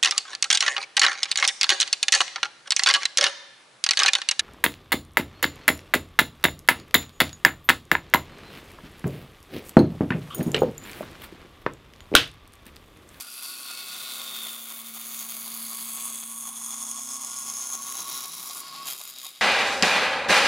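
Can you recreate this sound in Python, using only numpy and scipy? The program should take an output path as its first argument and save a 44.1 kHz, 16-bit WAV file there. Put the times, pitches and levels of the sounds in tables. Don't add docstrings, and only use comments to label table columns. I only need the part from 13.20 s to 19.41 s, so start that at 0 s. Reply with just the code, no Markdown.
import sys
import numpy as np
from scipy import signal
from scipy.io import wavfile
from scipy.ndimage import uniform_filter1d, map_coordinates

SR = 44100
rng = np.random.default_rng(int(sys.argv[2]) if len(sys.argv) > 2 else 0)


def store_wav(level_fs):
    pcm = np.round(np.clip(np.atleast_2d(level_fs), -1, 1) * 32767)
    wavfile.write(sys.argv[1], SR, pcm.T.astype(np.int16))


N = 273861
TIME = np.arange(N) / SR


def from_db(db):
    return 10 ** (np.asarray(db) / 20)


def rms_one(x):
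    return x / np.sqrt(np.mean(x ** 2) + 1e-20)


def evened(x, size=22000):
    return x / np.sqrt(uniform_filter1d(x ** 2, size) + 1e-20)


def in_time(rows):
    s, *columns = np.transpose(rows)
    return [np.interp(TIME, s, column) for column in columns]


def swell(at_s, spread_s):
    return np.exp(-.5 * ((TIME - at_s) / spread_s) ** 2)


def spells(rows, edge_s):
    total = 0
    for start_s, end_s, db in rows:
        gate = .5 * (np.tanh((TIME - start_s) / edge_s) - np.tanh((TIME - end_s) / edge_s))
        total = total + db * gate
    return total


def drift(rate):
    knots = rng.standard_normal(4000)
    return rms_one(map_coordinates(knots, [TIME * rate], order=3, mode="wrap"))


def band(x, low_hz, high_hz, order=2):
    return signal.sosfilt(signal.butter(order, [low_hz, high_hz], "band", fs=SR, output="sos"), x)


def below(x, hz):
    return signal.sosfiltfilt(signal.butter(4, hz, fs=SR, output="sos"), x)


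def resonance(x, hz, width_hz):
    return signal.lfilter(*signal.iirpeak(hz, hz / width_hz, fs=SR), x)


def noise_bursts(snaps, decay_s):
    envelope = signal.lfilter([1], [1, -np.exp(-1 / (decay_s * SR))], snaps + 1e-18)
    return envelope * rng.standard_normal(N)


def tone(hz, waver_db, wobble_rad):
    phase = 2 * np.pi * hz * TIME + wobble_rad * drift(7.3)
    return rms_one(from_db(waver_db * drift(11)) * np.sin(phase))


def placed(x, pan_db, lead_s):
    ears = []
    for side in (.5, -.5):
        ears.append(from_db(side * pan_db) * np.interp(TIME + side * lead_s, TIME, x))
    return np.array(ears)


def room_tone(floor_db):
    return from_db(floor_db) * rms_one(band(rng.standard_normal(N), 24, 340, order=1))


def workshop(x, t60, thin_hz, dull_hz, wet_db):
    age = TIME[:SR // 2]
    tail = rng.standard_normal((2, len(age))) * from_db(-60 * age / t60) * (age > .002)
    tail /= np.sqrt(np.sum(tail ** 2, axis=1, keepdims=True))
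    tail = band(tail, thin_hz, dull_hz, order=1)
    return from_db(wet_db) * signal.fftconvolve(x[None], tail, axes=1)[:, :N]


def motor_hum():
    # pitch_hz, level_db (relative to the hum), arch_share (of the arch in dB)
    motor_tones = [(114.6, -22.5, 0.46), (227.3, 0.5, 0.94)]
    hum_db, peak_s, rise_db_per_s2, fall_db_per_s2 = -53.5, 2.68, 3, 2.5
    arch_db = -np.where(TIME < peak_s, rise_db_per_s2, fall_db_per_s2) * (TIME - peak_s) ** 2
    hum = 0
    for hz, db, share in motor_tones:
        hum = hum + from_db(hum_db + db + share * arch_db) * tone(hz, waver_db=1.67, wobble_rad=0.12)
    return hum


def machine_frame(feed_db, tones_feed_share):
    # pitch_hz, level_db (before trim, push and swell)
    low_tones = [(86, -89), (258.4, -66.5)]
    # start_s, end_s, level_db (about the resting rumble)
    rumbles = [(0, .55, -3.5), (.66, .85, 4.5), (1.08, 1.27, 5), (1.33, 1.6, -6), (1.9, 2.8, 3),
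               (4.12, 4.4, 4), (4.68, 4.98, 4), (5.08, 5.24, 9), (5.5, 5.75, 5)]
    trim_db, swell_db = -5.5, 10
    tones_db = trim_db + tones_feed_share * feed_db + swell_db * swell(at_s=3.83, spread_s=0.53)
    tones = 0
    for hz, db in low_tones:
        tones = tones + from_db(db + tones_db) * tone(hz, waver_db=2.5, wobble_rad=0.76)
    rumble_db, feed_share = -70.5, 0.51
    rumble_db = rumble_db + feed_share * feed_db + spells(rumbles, edge_s=0.02)
    rumble = from_db(rumble_db) * evened(band(rng.standard_normal(N), 140, 197), size=7000)
    return tones + rumble


def flutter(width_hz):
    # pitch_hz, level_db (relative to the flutter)
    flutter_tones = [(387, -5.5), (516, 0), (645, -1)]
    resting_db, swell_db = -77.5, 14.5
    level_db = resting_db + swell_db * swell(at_s=1.09, spread_s=0.46)
    out = 0
    for hz, db in flutter_tones:
        blurred = resonance(resonance(rng.standard_normal(N), hz, width_hz), hz, width_hz)
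        out = out + from_db(level_db + db) * evened(blurred)
    return out


def singing(travel, feed_db):
    # start_s, end_s, level_db (above its resting level)
    whines = [(.47, .75, 15.5), (.8, 1.02, 15), (1.15, 1.3, 8), (1.45, 1.9, 12), (1.9, 2.88, 12.5),
              (4.85, 5.7, 7.5)]
    whine_db = -68.5 + spells(whines, edge_s=0.031)
    waver = from_db(1.3 * drift(20))
    whine = from_db(whine_db) * rms_one(waver * np.sin(2 * np.pi * 2 * travel))

    side_order = 2.8846
    side_db, feed_share = -75, 0.63
    side_tone = rms_one(np.sin(2 * np.pi * side_order * travel))
    side_tone = from_db(side_db + feed_share * feed_db) * side_tone

    bearing_db = -84 + 22.5 * swell(at_s=4.65, spread_s=1.16)
    bearing = from_db(bearing_db) * tone(1416, waver_db=2.5, wobble_rad=0.8)
    return whine + side_tone + bearing


def knocks(weld, feed_db, low_hz, high_hz):
    start_db, growth_db_per_s, feed_share = -54.5, 0.96, 0.17
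    level_db = start_db + growth_db_per_s * TIME + feed_share * feed_db
    return from_db(level_db) * weld * evened(band(rng.standard_normal(N), low_hz, high_hz), size=400)


def board_ring(travel, steady_db, chatter_db, waver_db, stray_hz):
    # time_s, level_db (before the steady and chatter levels)
    ring_curve = [(0.05, -72), (0.2, -58.5), (1.0, -56.5), (1.65, -67), (2.3, -60), (2.9, -55.5),
                  (3.4, -56), (4.27, -50), (4.38, -61), (4.52, -48), (5.0, -48.5), (5.15, -60.5),
                  (5.62, -42.5), (5.82, -66), (6.0, -73), (6.05, -44.5), (6.11, -72)]
    centre_hz, wobble_hz, wobbles_per_s = 1099.7, 15.2, 9.83
    hz = centre_hz + wobble_hz * np.cos(2 * np.pi * wobbles_per_s * TIME) + stray_hz * drift(40)
    waver = from_db(waver_db * np.tanh(drift(21.94)))
    chatter = rms_one(waver * np.sin(2 * np.pi * np.cumsum(hz) / SR))
    steady = rms_one(np.sin(2 * np.pi * travel))
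    level = from_db(in_time(ring_curve)[0])
    return level * (from_db(steady_db) * steady + from_db(chatter_db) * chatter)


def blade(x):
    # pitch_hz, width_hz, level_db (relative to what strikes it)
    blade_modes = [(3170, 1450, -10.5), (7060, 970, -6.5), (9040, 370, -12.5), (10180, 510, -2),
                   (11800, 420, -2), (13450, 210, -4)]
    return sum(from_db(db) * resonance(x, hz, width_hz) for hz, width_hz, db in blade_modes)


def splinters(per_s, size_db, decay_s):
    scatter_db = np.clip(rng.standard_normal(N), -2, 1.5)
    snaps = (rng.random(N) < per_s / SR) * from_db(size_db + scatter_db)
    return noise_bursts(snaps, decay_s)


def cracks(trim_db, decay_s, ring_db):
    # time_s, level_db (before trim, filtering and ring)
    loud_splinters = [(3.2725, -23), (4.267, -27), (4.7229, -20), (4.754, -23), (5.056, -21), (5.6777, -30),
                      (5.9847, -24), (6.016, -28)]
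    snaps = np.zeros(N)
    for s, db in loud_splinters:
        snaps[int(s * SR)] = from_db(db + trim_db)
    burst = noise_bursts(snaps, decay_s)
    return band(burst, 2800, 14000, order=1) + from_db(ring_db) * blade(burst)


def near(lap, place, width):
    distance = (lap - place + .5) % 1 - .5
    return np.exp(-.5 * (distance / width) ** 2)


def teeth(travel, proud_db, proud_share, scatter_db, flutter_db, chip_decay, strike_db,
          snag_share, snag_noise_db):
    tooth = travel.astype(int)
    grain_db = scatter_db * rng.standard_normal(8000)[tooth] + flutter_db * drift(130)
    strikes = np.maximum(0, 1 - np.abs(travel - np.round(travel)) / np.gradient(travel))
    strikes = rms_one(strikes)
    chips = rms_one(rng.standard_normal(N) * np.exp(-(travel % 1) / chip_decay))
    tearing = from_db(proud_share * proud_db + grain_db) * (chips + from_db(strike_db) * strikes)

    catch = (from_db(snag_share * proud_db) - 1) * from_db(grain_db)
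    rebound = 0.37 * catch.mean()
    snags = (catch - rebound) * strikes + catch * from_db(snag_noise_db) * chips
    return rms_one(tearing), rms_one(snags)


def sliding(x, glide):
    width_hz = 250
    hz, boost_db = in_time(glide)
    turning = np.exp(2j * np.pi * np.cumsum(hz) / SR)
    keep = np.exp(-np.pi * width_hz / SR)
    smoothed = signal.lfilter([1 - keep], [1, -keep], x / turning)
    return (from_db(boost_db) - 1) * 2 * np.real(turning * smoothed)


def body_and_board(x):
    # pitch_hz, width_hz, boost_db
    body = [(535, 105, -8), (1233, 170, 4), (1600, 1200, -5), (5280, 770, -8), (9860, 220, 1),
            (12200, 190, 5.5), (13500, 170, 3), (14500, 240, 7.5), (15800, 200, 3)]
    # pitch_hz, width_hz, boost_db (at its strongest), strongest_s, spread_s
    board_modes = [(313, 31, 8.5, 0.3, 0.33), (380, 150, 6, 4.86, 0.18), (990, 190, 22, 3.64, 0.72),
                   (1060, 220, 14, 5.26, 0.32), (1230, 610, 7, 2.2, 1.2), (1434, 66, 15.5, 0.28, 0.88),
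                   (1650, 150, -5.5, 0.88, 0.89), (1410, 60, 6, 5.3, 0.8), (2615, 87, 14, 0.26, 0.6),
                   (2650, 160, 7, 5.69, 0.14), (2660, 350, 4.5, 2.81, 0.093), (3220, 31, 10, 5.69, 0.061),
                   (3442, 120, 14.5, 3.54, 0.65), (3596, 80, 13.5, 1.1, 1.04),
                   (3880, 220, 12.5, 5.06, 0.34), (3770, 120, 15, 6.14, 0.44), (4650, 850, 8.5, 2.46, 0.23),
                   (4700, 170, -13, 4.8, 0.99), (6230, 170, -9, 5.7, 0.41), (6650, 560, -10, 0.33, 0.89),
                   (6870, 140, -13, 5.1, 0.34), (6860, 500, 4.5, 6, 0.2), (7380, 320, 5.5, 0.98, 0.7),
                   (9140, 240, -9, 4.4, 0.9), (4990, 220, 17, 5.76, 0.58), (5260, 120, 20.5, 4.02, 0.7),
                   (5640, 240, 14.5, 5.04, 0.3), (5370, 860, 7.5, 0.14, 0.81),
                   (6434, 410, 16.5, 4.05, 1.05), (7170, 410, 10.5, 5.2, 0.99), (7930, 780, 14, 2.83, 0.24),
                   (8100, 150, 12.5, 4, 0.42), (8250, 640, -17, 1.7, 0.53), (8700, 97, 13.5, 3.55, 0.68),
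                   (8820, 350, 7.5, 0.33, 2.1), (9560, 450, 14.5, 3.56, 0.73), (10220, 520, 9.5, 5, 0.57),
                   (10700, 250, -16, 3.2, 0.56), (10920, 250, 17.5, 3.1, 1.22),
                   (11040, 1300, 12.5, 0.22, 0.21), (11250, 700, -17, 5.8, 0.4),
                   (13350, 350, 14, 5.67, 0.54), (13200, 460, -11, 0.89, 0.4), (12850, 300, -19, 3.5, 0.44),
                   (13500, 820, 10.5, 3.3, 0.77), (15000, 1100, 4, 1.9, 0.77)]
    # time_s, pitch_hz, boost_db
    upper_squeal = [(0.2, 4760, 10), (0.27, 4630, 16.5), (0.42, 4400, 10), (0.55, 4430, 15),
                    (0.76, 4570, 6), (1.0, 4530, 7), (1.35, 4500, 1)]
    lower_squeal = [(0.6, 4160, 6), (0.72, 4100, 10), (0.92, 4000, 11.5), (1.05, 3780, 7), (1.24, 3600, 8),
                    (1.4, 3450, 5), (1.7, 3450, -2.5)]
    # time_s, pitch_hz, boost_db
    scrape_mode = [(2.9, 6620, 7.5), (3.55, 6720, 6.5), (4.1, 6700, 5), (4.45, 6400, 10), (4.781, 6400, 7),
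                   (4.98, 6300, -1)]
    # time_s, pitch_hz, boost_db
    late_squeal = [(5.2, 4800, 3), (5.33, 4650, 4), (5.5, 4480, 9), (5.62, 4400, -1), (5.9, 4400, -3)]
    for hz, width_hz, boost_db in body:
        x = x + (from_db(boost_db) - 1) * resonance(x, hz, width_hz)
    for hz, width_hz, boost_db, at_s, spread_s in board_modes:
        x = x + (from_db(boost_db * swell(at_s, spread_s)) - 1) * resonance(x, hz, width_hz)
    return x + sum(sliding(x, glide) for glide in (upper_squeal, lower_squeal, scrape_mode, late_squeal))


def balanced(x, feed_db, grip_db, proud_db, lowest_hz, uneven_db, flicker_db):
    # (shares of the dB curves, bite is that of the proud teeth)
    registers = [(708, -63.5, 0.65, 0.29, 0.13), (1700, -52.5, 0.96, 0.38, 0.14),
                 (5700, -45, 0.71, 0.41, 0.039), (8260, -52, 0.61, 1.16, 0.15),
                 (12020, -44.5, 0.44, 0.89, 0.045), (17000, -51, 0.5, 1.3, .15)]
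    # around_hz (picks the register), strongest_s, spread_s, level_db
    hiss_swells = [(1100, 3.39, 0.23, 4), (1100, 5.1, 0.52, -1.4), (3500, 0.82, 0.5, 5),
                   (3500, 1.19, 0.056, 2.5), (3500, 3.6, 0.35, -1), (3500, 6, 0.12, 6.5),
                   (3500, 4.93, 0.033, 1.5), (3500, 5.7, 0.046, 0.5), (3500, 2.97, 0.055, 2),
                   (3500, 6.18, 0.031, 5), (6500, 2, 0.2, 7.5), (6500, 3.69, 0.56, 14.5),
                   (6500, 4.51, 0.15, 4.5), (10000, 2.86, 0.57, 4), (10000, 3.8, 0.91, 4.5),
                   (14000, 2, 0.95, 11.5), (14000, 4.1, 0.69, -4), (14000, 4.96, 0.28, 6.5)]
    out, low_hz = 0, lowest_hz
    rest = x - below(x, lowest_hz)
    wood_db = uneven_db * drift(18)
    for edge_hz, level_db, feed_share, grip_share, bite_share in registers:
        register = below(rest, edge_hz)
        turn_db = 0
        for hz, at_s, spread_s, db in hiss_swells:
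            if low_hz < hz <= edge_hz:
                turn_db = turn_db + db * swell(at_s, spread_s)
        chance_db = wood_db + flicker_db * drift(25)
        gain_db = level_db + feed_share * feed_db + grip_share * grip_db + turn_db + chance_db
        out = out + from_db(gain_db) * evened(register * from_db(bite_share * proud_db))
        rest, low_hz = rest - register, edge_hz
    return out


def cut(feed_db, weld_db, weld_width, slip_teeth, proud_width, lowest_hz):
    # time_s, teeth_per_s
    speed = [(0, 1115.6), (1.5, 1113.9), (2.6, 1112.8), (3.6, 1114.2), (4.3, 1113.8), (6.2, 1114.6)]
    # place_laps, bite_db (before each layer's share)
    proud_teeth = [(.035, 9.5), (.095, 6), (.127, 9), (.16, 3), (.188, 8), (.23, 3), (.28, 8), (.31, 8),
                   (.342, 8), (.373, 7), (.408, 9), (.467, 5), (.497, 6), (.527, 8), (.558, 5), (.59, 8),
                   (.62, 9), (.652, 6), (.68, 6), (.715, 10), (.743, 4), (.772, 6), (.8, 5), (.835, 9),
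                   (.895, 10), (.926, 9), (.96, 9.5), (.985, 7.5)]
    # start_s, end_s, grip_db (before each layer's share)
    grips = [(-0.05, 0.03, 7), (0.05, 0.17, -0.5), (0.22, 0.32, 2), (1.16, 1.29, 0), (1.62, 1.65, -4),
             (1.7, 1.73, -3.5), (3.265, 3.285, 0.5), (3.3, 3.355, -2), (3.72, 3.77, -2.5),
             (3.98, 4.005, -6), (4.248, 4.262, 0.5), (4.266, 4.3, 1.5), (4.565, 4.62, -3),
             (4.82, 4.88, -2.5), (5.1, 5.14, -1.5), (5.36, 5.41, 0.5), (5.42, 5.655, -9),
             (5.67, 5.735, 2.5), (5.84, 5.91, 2.5), (5.92, 5.98, -2.5), (6.03, 6.08, 1.5), (6.12, 6.3, -6)]
    teeth_per_lap = 281.2
    travel = 1 + np.cumsum(in_time(speed)[0]) / SR + slip_teeth * drift(13)
    lap = (travel - 1) / teeth_per_lap
    grip_db = spells(grips, edge_s=0.0047)
    proud_db = sum(db * near(lap, place, proud_width) for place, db in proud_teeth)
    tearing, snags = teeth(travel, proud_db, proud_share=0.15, scatter_db=0.82, flutter_db=0.74,
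                           chip_decay=0.6, strike_db=-12.5, snag_share=0.16, snag_noise_db=-28.0)
    x = tearing + splinters(per_s=13, size_db=-4.0, decay_s=0.0021)

    tight_db = 17.5 * swell(at_s=7.4, spread_s=0.97)
    snag_db = 2.5 + 0.14 * feed_db + 0.63 * grip_db + tight_db
    x = x + blade(snags * from_db(snag_db))

    weld = near(lap, 0.0085, weld_width)
    x = x + (from_db(weld_db * weld) - 1) * below(x, 7200)
    x = body_and_board(x)
    hiss = balanced(x, feed_db, grip_db, proud_db, lowest_hz, uneven_db=0.24, flicker_db=0.9)
    thuds = knocks(weld, feed_db, low_hz=667, high_hz=1180)
    ring = board_ring(travel, steady_db=-8.5, chatter_db=-2.5, waver_db=4.0, stray_hz=4.02)
    snaps = cracks(trim_db=-18.5, decay_s=0.0035, ring_db=17.0)
    return hiss + thuds + ring + singing(travel, feed_db) + snaps


def scene():
    # time_s, push_db (about the usual push)
    feed = [(0.1, -3.5), (0.83, 1.2), (1.23, 1.5), (1.38, -2.5), (1.68, -4.5), (1.95, -1.4), (2.9, 0.5),
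            (3.06, -5.5), (4.28, 0.9), (4.97, 7.5), (5.08, 0), (5.69, 7), (5.78, -4.5), (6.21, -11)]
    # time_s, left_right_db (+ is left)
    cut_place = [(0.0, 0.5), (1.24, 0.5), (4.01, -0.5), (6.21, 1.0)]
    feed_db, = in_time(feed)
    saw = cut(feed_db, weld_db=3.5, weld_width=0.031, slip_teeth=0.03, proud_width=0.0035, lowest_hz=248)
    hum = motor_hum()
    frame = machine_frame(feed_db, tones_feed_share=0.51)
    board = resonance(saw, 1190, width_hz=120)

    direct = placed(saw - board, in_time(cut_place)[0], lead_s=0.000003)
    direct = direct + placed(board, pan_db=7.5, lead_s=0.00005)
    direct = direct + placed(hum + frame, pan_db=-1.5, lead_s=0.0002)
    direct = direct + placed(flutter(width_hz=17), pan_db=5, lead_s=0.00016)
    table = workshop(saw + frame, t60=0.055, thin_hz=80, dull_hz=3550, wet_db=-10.0)
    walls = workshop(saw + frame, t60=0.23, thin_hz=200, dull_hz=1510, wet_db=-16.0)
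    return direct + table + walls + placed(room_tone(floor_db=-82.5), pan_db=-1.5, lead_s=0.0003)


def record(dry):
    cutoff_hz = 15800
    return signal.sosfilt(signal.ellip(12, .1, 80, cutoff_hz, fs=SR, output="sos"), dry)


dry = scene()
out = record(dry)
store_wav(out)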